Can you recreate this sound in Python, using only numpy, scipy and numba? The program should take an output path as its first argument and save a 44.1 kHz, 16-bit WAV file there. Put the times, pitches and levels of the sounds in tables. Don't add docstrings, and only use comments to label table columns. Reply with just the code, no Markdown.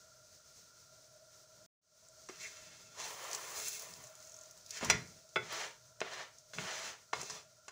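import sys
import numpy as np
from scipy import signal
from scipy.fft import rfft, irfft, next_fast_len
from scipy.io import wavfile
from scipy.ndimage import uniform_filter1d
from numba import njit

SR = 44100
rng = np.random.default_rng(int(sys.argv[2]) if len(sys.argv) > 2 else 0)


def level_to_linear(level):
    exponent = np.asarray(level, float) / 20
    return 10 ** exponent


def inscribe(sig):
    pcm = np.round(np.clip(np.atleast_2d(sig).T, -1, 1) * 32767)
    wavfile.write(sys.argv[1], SR, pcm.astype(np.int16))


N = 340011
TIME = np.arange(N) / SR

# t/s, peak level/dB, contact colour f/Hz, pan ring level/dB, bright crack level/dB
KNOCKS = [(2.2877, -43, 1160, -3, 2), (2.2948, -36.5, 371, -17, -30), (3.003, -40.5, 970, -26, -22),
          (4.81, -44, 1120, 6, -14), (4.828, -28.5, 238, -4.5, -26), (4.834, -29, 640, -19, -20),
          (4.899, -22.5, 900, -20, 5.5), (4.9006, -16, 2245, 1.5, -4.5), (5.359, -24, 1510, 6, -47),
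          (5.364, -32, 497, -11, -39), (6.0045, -35.5, 2570, -16, 6), (6.0151, -26.5, 427, 2.5, -27),
          (6.5345, -45.5, 1490, 6, -28), (6.585, -30, 1780, 1.5, -22), (7.1301, -30, 1830, -11, -10),
          (7.1328, -24.5, 967, -0.5, -9.5), (7.23, -38.5, 403, -12, -12), (7.298, -41, 1060, -3, 6),
          (7.305, -42.5, 1080, -21, 8.5), (7.681, -42, 980, -0.5, 0), (7.683, -47.5, 1510, -8, -1)]
PAN_HZ = [167, 366, 431, 635, 705, 872, 1090, 1351, 1410, 1480, 1530, 1810, 2024, 2153, 2225, 2304, 2600,
          2710, 3128, 3445, 4068, 4972, 5865, 6797, 7795]
# level/dB struck on bare floor, level/dB struck through bread, t60/s
PAN_MODES = [(-42, -46, 0.3), (-14, -9.5, 0.17), (-16, 0, 0.24), (-9, 2, 0.09), (-29.5, -22, 0.58),
             (-15.5, -11, 0.13), (-12, -2.5, 0.098), (-5.5, -26, 0.097), (-26, -2, 0.12), (-1.5, -11, 0.11),
             (-26, 6, 0.024), (-28, -2, 0.059), (-11, -11, 0.18), (-7, -3, 0.14), (-14.5, -17.5, 0.26),
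             (-11.5, -30, 0.094), (-7, -3, 0.054), (-12, 5, 0.032), (-20, -6.5, 0.088), (-9.5, -5, 0.099),
             (-21, -2.5, 0.091), (-16, -6.5, 0.089), (-17, -2, 0.045), (-17, -10.5, 0.087), (-40, -21, .08)]
# start t/s, hold t/s, grating level/dB, grating centre f/Hz, steam level/dB
PUSHES = [(2.308, 0.44, -60, 1840, -56.5), (2.405, .01, -58.5, 2340, -49.5), (2.442, 0.029, -57, 2377, -45),
          (3.03, .06, -46.5, 700, -51), (2.8, 0.025, -69.5, 700, -71), (2.775, .2, -75.5, 1500, -60.5),
          (3.57, 0.12, -54, 1820, -42), (4.728, .02, -65, 2040, -47.5), (4.772, 0.0073, -40.5, 2000, -42.5),
          (4.824, 0.036, -39.5, 900, -43.5), (4.898, 0.039, -36, 2110, -46), (5.036, 0.17, -70, 1500, -70),
          (5.429, 0.18, -49, 1620, -55), (5.526, 0.13, -37.5, 1540, -44),
          (6.037, 0.083, -43.5, 1510, -54.5), (6.138, 0.088, -41, 1600, -49.5),
          (6.547, 0.0051, -50.5, 1570, -46), (6.603, 0.091, -40, 1600, -48), (6.717, 0.18, -39, 1600, -45),
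          (7.159, 0.053, -46, 1180, -45.5), (7.262, 0.027, -65, 1290, -47), (7.3, 0.073, -50.5, 1250, -51)]
# t/s, grating level/dB (blade pressure), escaping steam level/dB
SLIDE = [
    (3.0, -43.5, -44),
    (3.158, -46, -53.5),
    (3.32, -43.5, -49.5),
    (3.4, -45.5, -49.5),
    (3.55, -46, -49.5),
    (3.75, -58, -47),
    (3.86, -52.5, -54),
    (4.1, -63, -61),
    (4.62, -73, -73.5),
]
# f/Hz, level/dB per Hz
GRATE_SPECTRUM = [(120, -50), (200, -45), (350, -2.5), (600, 2.5), (1000, 2.5), (1500, 1), (2200, -1.5),
                  (3200, -6.5), (4500, -9.5), (6500, -18), (11000, -49)]
# grating centre f/Hz, level/dB
EDGE_SING = [(1000, -9.5), (1650, -36), (2000, -15), (2190, 10)]
# f/Hz, level/dB per Hz
STEAM_SPECTRUM = [(1200, -19), (2000, -14.5), (3000, -7.5), (4000, -7), (5000, -4.5), (6300, -0.5),
                  (7300, -4), (8300, -13), (10000, -14), (12000, -24), (13400, -24.5), (14300, -15),
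                  (15000, -28), (15600, -4)]
# t/s, peak level/dB, top level/dB
SPITS = [(2.085, -49.5, -26), (2.2714, -59, -44), (2.4299, -37, -19), (3.2425, -41, -19),
         (3.313, -30.5, -25), (3.3306, -28.5, -26), (3.3482, -27, -29), (3.5985, -34, -17),
         (3.682, -28, -5), (3.7947, -36.5, -5), (3.8214, -38, -4), (3.937, -37, -25), (4.0385, -42, -18),
         (4.071, -39.5, -19), (4.1525, -42, -18), (4.51, -42, -12), (4.575, -49, -20), (4.6089, -52, -18),
         (4.662, -41.5, -13), (4.6917, -47.5, -2), (4.7066, -30, -14.5), (4.8468, -25.5, -15),
         (4.854, -44, -25.5), (4.9005, -33.5, 0), (5.0734, -50, -24), (5.2906, -50, -24),
         (5.5253, -39.5, -1), (6.384, -44, -25), (7.214, -31.5, -25), (7.231, -35, -27)]
# t/s, boom level/dB, hold t/s
SHOVES = [(1.59, -74, 0.017), (2.388, -76, 0.027), (2.62, -71, 0.3), (3.835, -70, 0.18),
          (4.836, -51, 0.045), (4.889, -43, 0.062), (4.988, -54, 0.027), (5.366, -54, 0.043),
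          (6.007, -68, 0.067), (6.577, -53, 0.011), (7.143, -61.5, 0.06), (7.318, -63.5, 0.035)]
# f/Hz, level/dB per Hz
GAS_SPECTRUM = [(20, -20), (110, -1), (270, -14), (500, -8.5), (830, -18), (1300, -15.5), (1750, -15.5),
                (2900, -18), (4200, -9), (6200, -2.5), (8200, -13), (13200, -26.5), (14700, -18.5),
                (16000, -12)]
# f/Hz, width f/Hz, rms level/dB
FLAME_MODES = [(122, 25, -83), (626, 34, -73), (996, 60, -88), (1385, 80, -75.5)]


def level(x, db):
    return x * level_to_linear(db) / np.sqrt(np.mean(x ** 2))


@njit
def svf(x, hz, width):
    y, b, l = np.empty(len(x)), 0., 0.
    for i in range(len(x)):
        g, k = np.tan(np.pi * hz[i] / SR), width[i] / hz[i]
        v = (b + g * (x[i] - l)) / (1 + g * (g + k))
        b, l, y[i] = 2 * v - b, l + 2 * g * v, k * v
    return y


def band(x, hz, width):
    return svf(x, hz + np.zeros(len(x)), width + np.zeros(len(x)))


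def high_pass(x, hz):
    return signal.sosfilt(signal.butter(2, hz, "high", fs=SR, output="sos"), x)


def colour(x, points):
    hz, db = np.transpose(points)
    size = next_fast_len(N)
    f = np.arange(size // 2 + 1) * SR / size + 1
    gain = level_to_linear(np.interp(np.log(f), np.log(hz), db))
    return irfft(rfft(x, size) * gain, size)[:N]


def walk(rate_hz):
    k = int(SR / rate_hz)
    steps = np.repeat(rng.standard_normal(N // k + 1), k)
    return uniform_filter1d(uniform_filter1d(steps, k), k)[:N] * np.sqrt(2)


def grains(scatter_db, smear_s):
    sizes = level_to_linear(scatter_db * rng.exponential(size=N))
    puffs = signal.lfilter([1], [1, -np.exp(-1 / (smear_s * SR))], sizes ** 2)
    return np.sqrt(puffs) * rng.standard_normal(N)


def summed(dbs):
    return 10 * np.log10(np.sum(level_to_linear(dbs) ** 2, axis=0) + 1e-30)


def contact(start_s, hold_s, fall_db_per_s, landing_s=0.07):
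    rise_db_per_s = 369
    landed_s = min([k[0] for k in KNOCKS if start_s - landing_s < k[0] < start_s], default=0)
    rise = rise_db_per_s * (start_s - TIME)
    fall = fall_db_per_s * (TIME - start_s - hold_s)
    db = -np.maximum(np.maximum(rise, fall), 0)
    return np.where(TIME < landed_s, -200, db)


def blade_motion():
    fall_db_per_s, boom_fall_db_per_s, boom_under_grating_db = 256, 149, -30
    slide_hz = 1063
    start_s, hold_s, push_grate, push_hz, push_steam = np.transpose(PUSHES)
    s, slide_grate, slide_steam = np.transpose(SLIDE)
    shapes = [contact(a, h, fall_db_per_s) for a, h in zip(start_s, hold_s)]
    shapes.append(contact(s[0], s[-1] - s[0], fall_db_per_s, landing_s=0))
    shape = np.array(shapes)
    grates = shape + np.vstack([push_grate[:, None] + 0 * TIME, np.interp(TIME, s, slide_grate)])
    steams = shape + np.vstack([push_steam[:, None] + 0 * TIME, np.interp(TIME, s, slide_steam)])
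    grate_db = summed(grates)
    share = level_to_linear(grates) ** 2 + 1e-30
    centre_hz = np.append(push_hz, slide_hz) @ share / share.sum(axis=0)

    covered_top_db, lifted_top_db, lift_s, drop_s = -5, 8.5, 3.07, 4.68
    lifted = uniform_filter1d(1. * (TIME > lift_s) * (TIME < drop_s), size=SR // 10)
    top_db = covered_top_db + lifted * (lifted_top_db - covered_top_db)

    booms = [db + contact(a, h, boom_fall_db_per_s) for a, db, h in SHOVES]
    booms.append(grate_db + boom_under_grating_db)
    return grate_db, centre_hz, summed(steams), top_db, summed(np.array(booms))


def pan_ring(x, weights, damping=1., bare=False):
    out = 0
    for hz, (bare_db, bread_db, t60_s), weight in zip(PAN_HZ, PAN_MODES, weights):
        r = np.exp(-np.log(1000) / (max(t60_s * damping, .01) * SR))
        turn = 2 * np.pi * hz / SR
        mode = signal.lfilter([0, r * np.sin(turn)], [1, -2 * r * np.cos(turn), r * r], x)
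        out = out + weight * level_to_linear(bare_db if bare else bread_db) * mode
    return out


def knocks():
    clatter_t60_s, pressed_t60_s = 0.061, 0.029
    out, t = np.zeros(N + SR), TIME[:SR // 2]
    chance = rng.standard_normal((len(KNOCKS), len(t) + 2 * len(PAN_HZ)))
    for (s, db, hz, ring_db, crack_db), c in zip(KNOCKS, chance):
        pressed = 5.9 < s < 7.25
        bare = 5.3 < s < 5.8
        t60_s = pressed_t60_s if pressed else clatter_t60_s
        size, side, noise = np.split(c, [len(PAN_HZ), 2 * len(PAN_HZ)])

        push = -np.sin(np.pi * np.clip(t * max(hz, 500) * 2, 0, 1))
        fade = level_to_linear(-60 * t / max(t60_s, .01))
        clatter = noise * (1 - np.exp(-t / 0.00014)) * fade
        dull = band(band(clatter, 930, 1840), 1535, 1950)
        wood = 3.2 * band(push + 0.8 * dull, hz, .11 * hz) + 0.5 * band(push, hz, 3.9 * hz) + 0.87 * dull

        crack = band(band(band(clatter * fade ** .4, 6200, 3000), 5900, 4000), 4800, 5000)
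        crack = level_to_linear(crack_db) * crack / np.abs(crack).max()

        tap = np.sin(np.pi * np.clip(t * 5000, 0, 1)) ** 2
        reach = 1 if bare else np.minimum(1.2 * np.array(PAN_HZ) / hz, 1)
        weights = reach * np.sign(side) * level_to_linear(1.36 * size)
        tone = pan_ring(tap + 0.048 * dull + 0.65 * crack, weights, t60_s / 0.055, bare=bare)
        tone = tone / np.abs(tone).max() - 0.7 * band(tap, 3000, 2370)

        hit = wood / np.abs(wood).max() + crack + level_to_linear(ring_db) * tone
        k = int(s * SR)
        out[k:k + len(t)] += level_to_linear(db) * hit
    return high_pass(out[:N], 190)


def grating(db, hz):
    unevenness_db = 1.5 * walk(40) + .8 * walk(12)
    slips = level(colour(grains(2.4, .0015) * level_to_linear(unevenness_db), GRATE_SPECTRUM), 0)
    edge = svf(svf(slips, hz, 0.25 * hz), hz, 0.25 * hz)
    blade = level(edge, 0) * level_to_linear(np.interp(hz, *np.transpose(EDGE_SING)))
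    steep = np.clip((hz - 1180) / 900, 0, 1)
    grit = np.diff(slips, prepend=0)
    hum = level(pan_ring(grit, rng.choice([-1, 1], len(PAN_HZ)), 0.63), -8.5)
    bare_hum = level(pan_ring(grit, np.ones(len(PAN_HZ)), 0.65, bare=True), -12) * steep
    lost_bass = steep * band(slips, 550, 1100)
    return (slips - lost_bass + blade + hum + bare_hum) * level_to_linear(db - 5.0)


def steam(db, top_db):
    surge_db = 1.43 * walk(45) + 0.8 * walk(10)
    fizz = level(colour(grains(2.8, .0007) * level_to_linear(surge_db), STEAM_SPECTRUM), 0)
    top = signal.sosfiltfilt(signal.butter(2, 8500, "high", fs=SR, output="sos"), fizz)
    shimmer = level(pan_ring(fizz, rng.choice([-1, 1], len(PAN_HZ)), 1.6), -9)
    return (fizz + shimmer + top * (level_to_linear(top_db) - 1)) * level_to_linear(db)


def spits():
    patter_s, gap_s, count = 4.2025, .0232, 12
    arch = np.linspace(-1, 1, count) ** 2
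    patter = [(patter_s + k * gap_s, -42 - 4 * a, -26) for k, a in enumerate(arch)]  # t/s, level/dB, top/dB
    out, t = np.zeros(N + SR), TIME[:2048]
    chance = rng.standard_normal((len(SPITS) + count, len(t)))
    for (s, db, top_db), noise in zip(SPITS + patter, chance):
        if patter_s <= s < patter_s + count * gap_s:
            hz, narrow = 6520, 0.55
        else:
            hz, narrow = 6270 * (1 + 0.072 * noise[0]), 1
        puff = noise * (1 - np.exp(-t / 0.00033)) * (np.exp(-t / 0.0015) + 0.31 * np.exp(-t / 0.0093))
        tick = band(band(puff, hz, 2400 * narrow), hz, 4300 * narrow)
        top = band(band(puff, 9700, 3900), 9400, 4990)
        top = top + 1.9 * band(band(puff, 15000, 1170), 15000, 2000)
        spit = tick / np.abs(tick).max() + level_to_linear(top_db) * top / np.abs(top).max()
        k = int(s * SR)
        out[k:k + len(t)] += level_to_linear(db) * spit
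    return out[:N]


def stove_boom(db):
    noise = rng.standard_normal(N)
    boom = 2.0 * band(noise, 130.7, 25.8) + 0.57 * band(noise, 168, 20)
    boom = boom + 0.69 * band(noise, 91, 41) + 0.16 * band(noise, 204, 92)
    return level(boom, 0) * level_to_linear(db + 2.0 * walk(20))


def burner():
    hiss = level(colour(rng.standard_normal(N), GAS_SPECTRUM), -64.5)
    out = hiss * level_to_linear(0.52 * walk(1.3) + 1.6 * walk(25))
    for hz, width_hz, db in FLAME_MODES:
        roar = band(band(rng.standard_normal(N), hz, width_hz), hz, 3 * width_hz)
        out = out + level(roar, db) * level_to_linear(2.6 * walk(8))
    return out


def kitchen(x):
    t = TIME[:SR // 2]
    t60_s, wash_db = 0.31, -39.0
    tail = band(rng.standard_normal(len(t)), 670, 5700) * level_to_linear(-60 * t / t60_s) * (t > .004)
    return x + signal.fftconvolve(x, tail * level_to_linear(wash_db))[:N]


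def dropout():
    cut_s, back_s, fade_in_s = 1.663, 1.815, 0.37
    before_db, after_db, sag_db_per_s = 1.5, 5.5, -1.04
    since_s = np.maximum(TIME - back_s, 0)
    after = level_to_linear(after_db + sag_db_per_s * since_s) * (1 - np.exp(-since_s / fade_in_s))
    return np.where(TIME < cut_s, level_to_linear(before_db), after)


def scene():
    grate_db, grate_hz, steam_db, steam_top_db, boom_db = blade_motion()
    pan = knocks() + grating(grate_db, grate_hz) + steam(steam_db, steam_top_db) + spits() + stove_boom(boom_db)
    pan = high_pass(pan, 70)
    gain = dropout()
    return (kitchen(pan) * (gain > 0) + burner() * gain)[None]


def low_pass(x):
    return signal.sosfilt(signal.butter(12, 16810, fs=SR, output="sos"), x)


def record(dry):
    top_hz = 15500
    mix = signal.sosfilt(signal.ellip(8, .2, 45, top_hz, fs=SR, output="sos"), dry)
    return low_pass(mix)


dry = scene()
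out = record(dry)
inscribe(out)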